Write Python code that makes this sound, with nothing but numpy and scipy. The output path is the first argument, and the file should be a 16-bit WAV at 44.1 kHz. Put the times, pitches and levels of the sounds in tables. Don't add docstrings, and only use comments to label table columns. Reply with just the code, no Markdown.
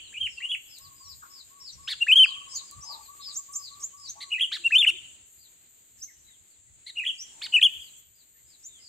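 import sys
import numpy as np
from scipy import signal
from scipy.fft import rfft, irfft
from scipy.io import wavfile
from scipy.ndimage import uniform_filter1d

SR = 44100
rng = np.random.default_rng(int(sys.argv[2]) if len(sys.argv) > 2 else 0)


def unload_audio(sound):
    columns = np.transpose(np.atleast_2d(sound))
    steps = np.round(np.clip(columns, -1, 1) * 32767)
    wavfile.write(sys.argv[1], SR, steps.astype(np.int16))


N = 391608
TIME = np.arange(N) / SR

# start in seconds, syllable, length in seconds,
# pitch multiplier, level in dB.
NEAR_SONG = [ (2.003, "pip", 0.037, 1, -14.5), (2.066, "climb", 0.081, 1.0, -8),
             (2.153, "fall", 0.11, 0.99, -10), (4.636, "pip", 0.047, 0.986, -14.5),
             (4.705, "climb", 0.076, 1, -9), (4.781, "drop", 0.047, 1.04, -8.5),
             (4.827, "drop", 0.027, 0.83, -9.5), (4.858, "twirl", 0.051, 1.0, -12.5),
             (7.522, "wave", 0.076, 0.98, -14.5), (7.59, "pip", 0.011, 0.67, -31),
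             (7.609, "flick", 0.067, 0.99, -10.5)]
MATE_SONG = [ (.125, "climb", 0.07, 0.95, -31.5), (.198, "pip", 0.027, 1.15, -25),
             (.228, "drop", 0.049, .9, -19.5), (.366, "pip", 0.029, 0.98, -34),
             (.404, "lilt", 0.079, 1.02, -27), (.48, "pip", 0.045, 1.18, -26.5),
             (.515, "drop", 0.041, 0.88, -19.5), (4.302, "wave", 0.072, 0.95, -26),
             (4.376, "pip", 0.02, .71, -31.5), (4.391, "flick", 0.063, 0.98, -20),
             (6.954, "wave", 0.079, 0.95, -28.5), (7.033, "pip", 0.012, 0.71, -31.5),
             (7.045, "flick", 0.068, 0.97, -23)]
WHISTLE_HARMONICS = [1.3, -40.5, -33.5, -50, -43.5]
# time in seconds, strength.
VOICE_BREAKS = [(2.02, .3), (2.172, 0.6), (4.754, .35), (4.897, 1.5), (7.626, 0.47)]
# frequency in Hz, boost or cut in dB.
BEAK_COLOUR = [(3800, -1.5), (5300, -2.5), (7200, 5), (10400, 1.5), (12500, -8), (14500, 2.5)]


def bulbul_whistles(notes, jitter, rasp_db, break_db=-35, break_s=.015, throat_hz=3170, ramp_s=.0018):
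    out = np.zeros(N)
    for start, name, length, pitch, level_db in notes:
        hz, db = syllable(name, length, pitch)
        t = start + TIME[:len(hz)]
        forcing = sum(strength * np.exp(-((t - at) / break_s) ** 2) for at, strength in VOICE_BREAKS)
        breath = rng.standard_normal(len(t))
        half_pitch = syrinx(hz / 2, np.zeros(8), jitter)
        rasp = undb(rasp_db) * breath + undb(break_db) * forcing * (breath / 2 + half_pitch)
        shine = undb(.026 * np.clip(hz - throat_hz, 0, 350))
        overtones = shine * syrinx(hz, [-np.inf] + WHISTLE_HARMONICS[1:], jitter=.008)
        fundamental = undb(WHISTLE_HARMONICS[0]) * tone(hz, jitter)
        swell = undb(level_db + db) * signal.windows.tukey(len(hz), 2 * ramp_s / length)
        add(out, start, swell * (fundamental + overtones + rasp))
    return colour(out, BEAK_COLOUR)


SYLLABLE_SHAPES = { "pip": [(0, 2730, -29.5), (.011, 2757, -8.5), (.025, 2837, 3), (.034, 2700, -5.5),
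                   (.039, 2600, -34)], "climb": [(0, 1580, -28), (.007, 1820, -18), (.013, 2210, -25),
                   (.021, 2675, -7.5), (.046, 2430, -5), (.054, 2870, -2.5), (.064, 3070, 0.5),
                   (.075, 3140, -3), (.083, 2800, -28)], "fall": [(0, 2907, -29.5), (.005, 3107, -0.5),
                   (.028, 3374, -0.5), (.047, 3073, 2), (.079, 3158, 1), (.097, 2577, -2),
                   (.103, 2210, -25), (.111, 1165, -24)], "lilt": [(0, 1840, -13), (.012, 2046, -11),
                   (.024, 2750, -5), (.038, 2697, 3), (.052, 2950, -1), (.064, 2886, -27),
                   (.073, 2620, -27)], "twirl": [(0, 1456, -34), (.009, 2773, -4.5), (.022, 3123, 3),
                   (.032, 2624, -4), (.044, 2915, -3.5), (.053, 2157, -20)], "drop": [(0, 3214, -6),
                   (.006, 3424, -4.5), (.021, 3466, -9), (.037, 3024, -4), (.045, 2017, -20.5)],
                   "wave": [(0, 2900, -23.5), (.007, 3190, -11), (.012, 2500, -15.5), (.017, 2932, 2.5),
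                   (.031, 3060, 2.5), (.043, 2612, 3), (.05, 2443, -4.5), (.06, 2715, -0.5),
                   (.07, 2645, -18.5)], "flick": [(0, 4237, -38), (.009, 2986, -0.5), (.013, 2272, -15.5),
                   (.021, 3110, 3.5), (.034, 3513, -2), (.051, 3130, 0.5), (.061, 2847, -3),
                   (.067, 2905, -17.5)]}


def syllable(name, length, pitch):
    times, hz, db = np.transpose(SYLLABLE_SHAPES[name])
    t = progress(length) * times.max()
    curves = [np.interp(t, np.sort(times), points) for points in (pitch * hz, db)]
    return [uniform_filter1d(curve, size=130, mode="nearest") for curve in curves]


# start in seconds, length in seconds, top pitch in Hz,
# sag at both ends as a share of the pitch, level in dB, trill depth as a share of the pitch.
BUZZ_NOTES = [(1.871, 0.073, 2137, 0.53, -30, 0.096), (4.202, 0.045, 2168, 0.18, -36, .0564),
              (4.511, 0.068, 2112, 0.59, -31.5, 0.1), (6.86, 0.051, 2185, 0.17, -39, 0.019),
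              (7.412, .064, 2385, 0.65, -34, 0.061)]
BUZZ_HARMONICS = [-9.5, 1.5, -23.5, -19.5, -26.5]


def bulbul_buzzes(trill_hz=133, jitter=.03, rasp_db=-10.5):
    out = np.zeros(N)
    for start, length, top_hz, sag, db, depth in BUZZ_NOTES:
        u = progress(length)
        hz = top_hz * (1 - sag * (2 * u - 1) ** 2)
        trill_rate = trill_hz * (1 + .0446 * drift(43, len(u)))
        trill = np.sin(np.pi * u) * np.sin(2 * np.pi * np.cumsum(trill_rate) / SR)
        rasp = unit(colour(rng.standard_normal(len(u)), [(1500, -28.5), (4200, 5), (5400, -28)]))
        voice = syrinx(hz * (1 + depth * trill), BUZZ_HARMONICS, jitter, flutter_db=2.5)
        swell = undb(db - .75 * trill) * signal.windows.tukey(len(u), .4)
        add(out, start, swell * (voice + undb(rasp_db) * rasp))
    return out


def syrinx(hz, harmonics_db, jitter, flutter_db=3):
    phase = unsteady_phase(hz, jitter)
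    voice = np.zeros(len(hz))
    for k, db in enumerate(harmonics_db, 1):
        flutter = (k > 1) * flutter_db * drift(150, len(hz))
        voice += undb(db + flutter) * np.sin(k * phase) * (k * hz < SR / 2)
    return voice


# start in seconds, length in seconds, top pitch in Hz, level in dB.
CHIP_NOTES = [(2.528, 0.062, 7200, -28.5), (2.788, 0.084, 6480, -42), (3.343, 0.052, 7430, -26.5),
              (3.539, 0.042, 7430, -25.5), (3.816, 0.046, 7370, -27.5), (4.065, 0.059, 6700, -33),
              (6, 0.058, 6530, -34), (7.161, 0.088, 6130, -36), (8.617, 0.083, 7260, -39)]


def bird_chips(rise=.42, spit_db=12, jitter=.019, octave_db=-24):
    out = np.zeros(N)
    for start, length, hz, db in CHIP_NOTES:
        u = progress(length)
        swell = np.sin(np.pi * u ** 1.384) ** 2
        pitch = hz * (1 - rise * (1 - u) ** 2.3)
        voice = tone(pitch, jitter) + undb(octave_db) * tone(2 * pitch, 2 * jitter)
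        add(out, start, undb(db) * swell * voice)
        add(out, start - length / 2, undb(2 * db + spit_db) * soft_note(u, hz, jitter=.13))
    return out


# start in seconds, length in seconds, top pitch in Hz, level in dB.
SLUR_NOTES = [(.25, 0.16, 5550, -56), (0.675, 0.11, 5300, -51), (0.795, 0.082, 5170, -54.5),
              (1.028, 0.11, 5650, -47), (1.29, 0.13, 5350, -47), (1.586, 0.12, 5450, -45),
              (2.2, 0.12, 5036, -43), (2.482, 0.12, 5270, -39.5), (2.827, 0.13, 5200, -41),
              (3.212, 0.11, 5200, -41), (3.577, 0.12, 5137, -43), (3.967, 0.13, 5250, -45.5),
              (5.372, 0.1, 4860, -60.5), (6.47, .1, 4700, -70.5), (7.793, .11, 4975, -61),
              (8.139, 0.095, 4920, -64), (8.459, .1, 5110, -60.5), (8.783, 0.15, 5050, -50.5)]


def bird_slurs(crest=.22, fall=.52, second_ratio=.92, second_db=-10, jitter=.017):
    out = np.zeros(N)
    for start, length, hz, db in SLUR_NOTES:
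        u = progress(length)
        pitch = hz * (1 - fall * (u - crest) ** 2)
        swell = undb(db + 2 * drift(150, len(u))) * np.sqrt(u * np.abs(np.sin(np.pi * u)))
        first_voice = tone(pitch, jitter * np.sqrt(u))
        second_voice = undb(second_db) * tone(pitch * second_ratio, jitter)
        add(out, start, swell * (first_voice + second_voice))
    return out


# start in seconds, length in seconds, top pitch in Hz, level in dB.
PEEP_NOTES = [(0, 0.11, 4400, -60), (0.934, 0.16, 4980, -58.5), (1.716, 0.027, 6100, -49),
              (1.819, 0.19, 5170, -52), (2.615, 0.13, 5030, -56.5), (3.015, 0.068, 4540, -58),
              (3.691, .07, 4420, -55), (6.075, 0.037, 2155, -58), (6.234, 0.13, 3970, -63),
              (6.276, 0.0346, 2110, -68.5), (8.648, 0.17, 3730, -60.5)]


def bird_peeps(crest=.19, fall=.46, jitter=.009):
    out = np.zeros(N)
    for start, length, hz, db in PEEP_NOTES:
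        u = progress(length)
        add(out, start, undb(db) * soft_note(u, hz * (1 - fall * (u - crest) ** 2), jitter))
    return out


HOOT_STARTS = [.37, 0.791, .99, 1.236, 1.491, 1.765, 2.062, 2.705, 2.88, 3.07, 3.264, 3.475, 3.694, 3.92,
               4.154]
# time in seconds, pitch in Hz, level in dB.
HOOT_EFFORT = [(.37, 1130, -62.5), (.8, 1122, -53), (2.06, 1131, -52.5), (2.8, 1189, -45.5),
               (4.2, 1149, -49)]
BLIP_STARTS = [2.274, 2.301, 2.35, 2.398, 2.461, 2.522, 2.603]


def barbet(hoot_s=.16, arch=.08, stutter_db=3.2, jitter=.018, blip_s=.038, blip_hz=1105, blip_db=-49):
    out = np.zeros(N)
    times, pitches, levels = np.transpose(HOOT_EFFORT)
    for start in HOOT_STARTS:
        hz, db = np.interp(start, times, pitches), np.interp(start, times, levels)
        u = progress(hoot_s)
        beats = np.cos(6 * np.pi * (u - .5))
        hoot_db = db + stutter_db * (beats - 1.5 - u) + 2 * drift(42, len(u))
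        swell = undb(hoot_db) * signal.windows.tukey(len(u), .3)
        add(out, start, swell * tone(hz * (1 - arch * (2 * u - 1) ** 2), jitter))
    for start in BLIP_STARTS:
        hz = blip_hz * (1 + jitter * rng.standard_normal())
        add(out, start, undb(blip_db) * soft_note(progress(blip_s), hz, 2 * jitter))
    return out


# start in seconds, length in seconds, middle pitch in Hz, level in dB.
CROAK_NOTES = [(1.219, 0.031, 1356, -43), (2.825, 0.21, 893.5, -49), (3.196, 0.069, 3746, -45),
               (4.149, 0.047, 870, -51.5), (4.584, .07, 340, -62), (4.893, 0.09, 343, -58.5),
               (7.293, 0.27, 923.3, -62)]


def croaks(jitter=.093):
    out = np.zeros(N)
    for start, length, hz, db in CROAK_NOTES:
        add(out, start, undb(db) * soft_note(progress(length), hz, jitter))
    return out


def far_chirps(low_hz=1800, high_hz=5000, loudest_db=-65, typical_s=.04, jitter=.03, count=45):
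    out = np.zeros(N)
    for when, height, glide, faintness, stretch in rng.random((count, 5)):
        u = progress(typical_s * (.5 + stretch))
        hz = low_hz * (high_hz / low_hz) ** height * (1 - glide * u / 10)
        add(out, when * N / SR, undb(loudest_db - 10 * faintness) * soft_note(u, hz, jitter))
    return out


def bush_cricket(first_s, hz, level_db, fade_db, stroke_s, glide_hz, hiss_db, every_s=2.355):
    out, u = np.zeros(N), progress(stroke_s)
    pitch = hz - glide_hz * np.exp(-u / .7)
    for k, start in enumerate(np.arange(first_s, N / SR, every_s)):
        db = level_db - 1.6 * k + fade_db * u + 2.5 * drift(35, len(u))
        whine = tone(pitch, jitter=.0012)
        hiss = undb(hiss_db) * tone(pitch + 300, jitter=.017)
        add(out, start, undb(db) * signal.windows.tukey(len(u), .18) * (whine + hiss))
    return out


# start in seconds, level in dB.
TWIG_SNAPS = [(.785, -36.5), (2.7115, -35.5)]


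def twig_ticks(decay_s=.0018):
    out, t = np.zeros(N), TIME[:SR // 50]
    for start, db in TWIG_SNAPS:
        add(out, start, undb(db) * np.exp(-t / decay_s) * rng.standard_normal(len(t)))
    return colour(out, [(3500, -19.5), (7000, 4.5), (15000, -7)])


# frequency in Hz, level in dB.
CICADA_COLOUR = [(5000, -37), (6000, -24), (6700, -7), (7500, 1), (8200, -11), (9200, -18), (10500, -31.5),
                 (14500, -26.5), (16000, -38)]
# frequency in Hz, level in dB.
LEAF_COLOUR = [(330, -1), (600, -7), (1200, -10.5), (2200, -4), (4300, -3.5), (5500, -17.5), (12000, -30.5)]
# time in seconds, level in dB.
BACKGROUND_LEVEL = [(0, -54), (1.6, -55.5), (2.3, -50.5), (4.1, -54.5), (5.02, -50), (5.3, -57),
                    (6.75, -59), (7.4, -51), (7.98, -52.5), (8.06, -61), (8.55, -58.5), (8.88, -55)]


def cicadas_and_leaves(leaves_db=-11):
    cicadas = wash(CICADA_COLOUR, likeness=.25, pan_db=2, flicker_db=.9, lag_ms=.451)
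    leaves = wash(LEAF_COLOUR, likeness=.15, pan_db=-1, flicker_db=1.2)
    level_db = np.interp(TIME, *np.transpose(BACKGROUND_LEVEL))
    return (cicadas + undb(leaves_db) * leaves) * undb(level_db)


# frequency in Hz, level in dB.
WIND_COLOUR = [(20, -30), (65, 2), (120, -3), (500, -44.5)]
# time of the peak in seconds, rise in dB.
WIND_PUFFS = [(0.242, 13.5), (.86, 15.5), (1.756, 19.5), (2.78, 24), (6.7, 11.5), (7.781, 18)]


def wind(start_db=-68, calm_db_per_s=-1.22, puff_s=.049):
    puffs_db = sum(db * np.exp(-((TIME - at) / puff_s) ** 2) for at, db in WIND_PUFFS)
    rumble = wash(WIND_COLOUR, likeness=.22, pan_db=0, flicker_db=4)
    return rumble * undb(start_db + calm_db_per_s * TIME + puffs_db)


def dying_echo(start_db=-45, fade_db_per_s=-75, hz=3020., jitter=.0623):
    ring = np.array([tone(np.full(N, hz), jitter) for _ in range(2)])
    return unit(ring) * undb(start_db + fade_db_per_s * TIME)


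def outdoors(x, pan_db, leaves_db, trees_db, lag_ms=0, bank_s=.167, bank_db=-13):
    t = TIME[:SR]
    spikes = rng.standard_normal((2, SR))
    leaves = spikes ** 3 * undb(-60 * t / .14) * (t > .003)
    flutter = undb(3 * drift(70, SR))
    trees = rng.standard_normal((2, SR)) * flutter * undb(-60 * t / .6) * (1 - np.exp(-t / .066))
    bank = spikes * np.exp(-np.abs(t - bank_s) / .003)
    far_echo = unit(trees) + undb(bank_db) * unit(bank)
    echo = (undb(leaves_db) * unit(leaves) + undb(trees_db) * far_echo) / np.sqrt(SR)
    direct = np.array([delayed(x, lag_ms), x])
    return (direct + signal.fftconvolve(x[None], echo)[:, :N]) * pan(pan_db)


def wash(spectrum, likeness, pan_db, flicker_db, lag_ms=0):
    common, left, right = rng.standard_normal((3, N))
    shared = np.sqrt(likeness) * np.array([delayed(common, lag_ms), common])
    separate = np.sqrt(1 - likeness) * np.array([left, right])
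    return unit(colour(shared + separate, spectrum)) * undb(flicker_db * drift(25)) * pan(pan_db)


def soft_note(u, hz, jitter):
    return np.sin(np.pi * u) * tone(hz * np.ones(len(u)), jitter)


def tone(hz, jitter):
    return np.sin(unsteady_phase(hz, jitter))


def unsteady_phase(hz, jitter):
    return 2 * np.pi * np.cumsum(hz * (1 + jitter * drift(700, len(hz)))) / SR


def drift(rate_hz, size=N):
    hold = max(int(SR / rate_hz), 2)
    steps = np.repeat(rng.standard_normal(size // hold + 1), hold)
    return 1.5 * uniform_filter1d(uniform_filter1d(steps, hold), hold)[:size]


def colour(x, points):
    hz, db = np.transpose(points)
    bins = np.fft.rfftfreq(x.shape[-1], 1 / SR)
    gain = undb(np.interp(np.log(bins + 1), np.log(hz), db))
    return irfft(rfft(x) * gain, x.shape[-1])


def delayed(x, lag_ms):
    return irfft(rfft(x) * np.exp(-2j * np.pi * np.fft.rfftfreq(N, 1 / SR) * lag_ms / 1000), N)


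def pan(db):
    return undb(np.array([[db], [-db]]) / 2)


def add(track, start, sound):
    i = max(int(start * SR), 0)
    track[i:i + len(sound)] += sound[:max(N - i, 0)]


def progress(length):
    return np.linspace(0, 1, int(max(length, .01) * SR))


def undb(db):
    return 10 ** (np.asarray(db) / 20)


def unit(x):
    return x / np.sqrt(np.mean(x ** 2))


def scene():
    near_song = bulbul_whistles(NEAR_SONG, jitter=.001, rasp_db=-50)
    near = outdoors(near_song, pan_db=2.1, leaves_db=-15.5, trees_db=-21.5)
    mate_song = bulbul_whistles(MATE_SONG, jitter=.014, rasp_db=-40)
    mate = outdoors(mate_song, pan_db=1, leaves_db=-3.5, trees_db=-17.5)
    buzzes = outdoors(bulbul_buzzes(), pan_db=0, leaves_db=-9, trees_db=-16)
    chips = outdoors(bird_chips(), pan_db=-.5, leaves_db=-5, trees_db=-15, lag_ms=.136)
    bushes = outdoors(bird_slurs() + bird_peeps(), pan_db=3, leaves_db=4, trees_db=-11, lag_ms=.45)
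    far_calls = far_chirps() + barbet() + croaks()
    far = outdoors(far_calls, pan_db=3.5, leaves_db=-3, trees_db=-16.5, lag_ms=-.29)
    loud = bush_cricket(.52, 12250, level_db=-56, fade_db=-21, stroke_s=1.4, glide_hz=330, hiss_db=-9)
    faint = bush_cricket(1.17, 11560, level_db=-77, fade_db=0, stroke_s=.7, glide_hz=220, hiss_db=-14)
    crickets = outdoors(loud + faint, pan_db=8, leaves_db=-5.5, trees_db=-13)
    twigs = outdoors(twig_ticks(), pan_db=-4.5, leaves_db=-7.5, trees_db=-27)
    background = cicadas_and_leaves() + wind() + dying_echo()
    return near + mate + buzzes + chips + bushes + far + crickets + twigs + background


def record(dry):
    return signal.sosfilt(signal.ellip(10, .2, 80, 15700, fs=SR, output="sos"), dry)


dry = scene()
out = record(dry)
unload_audio(out)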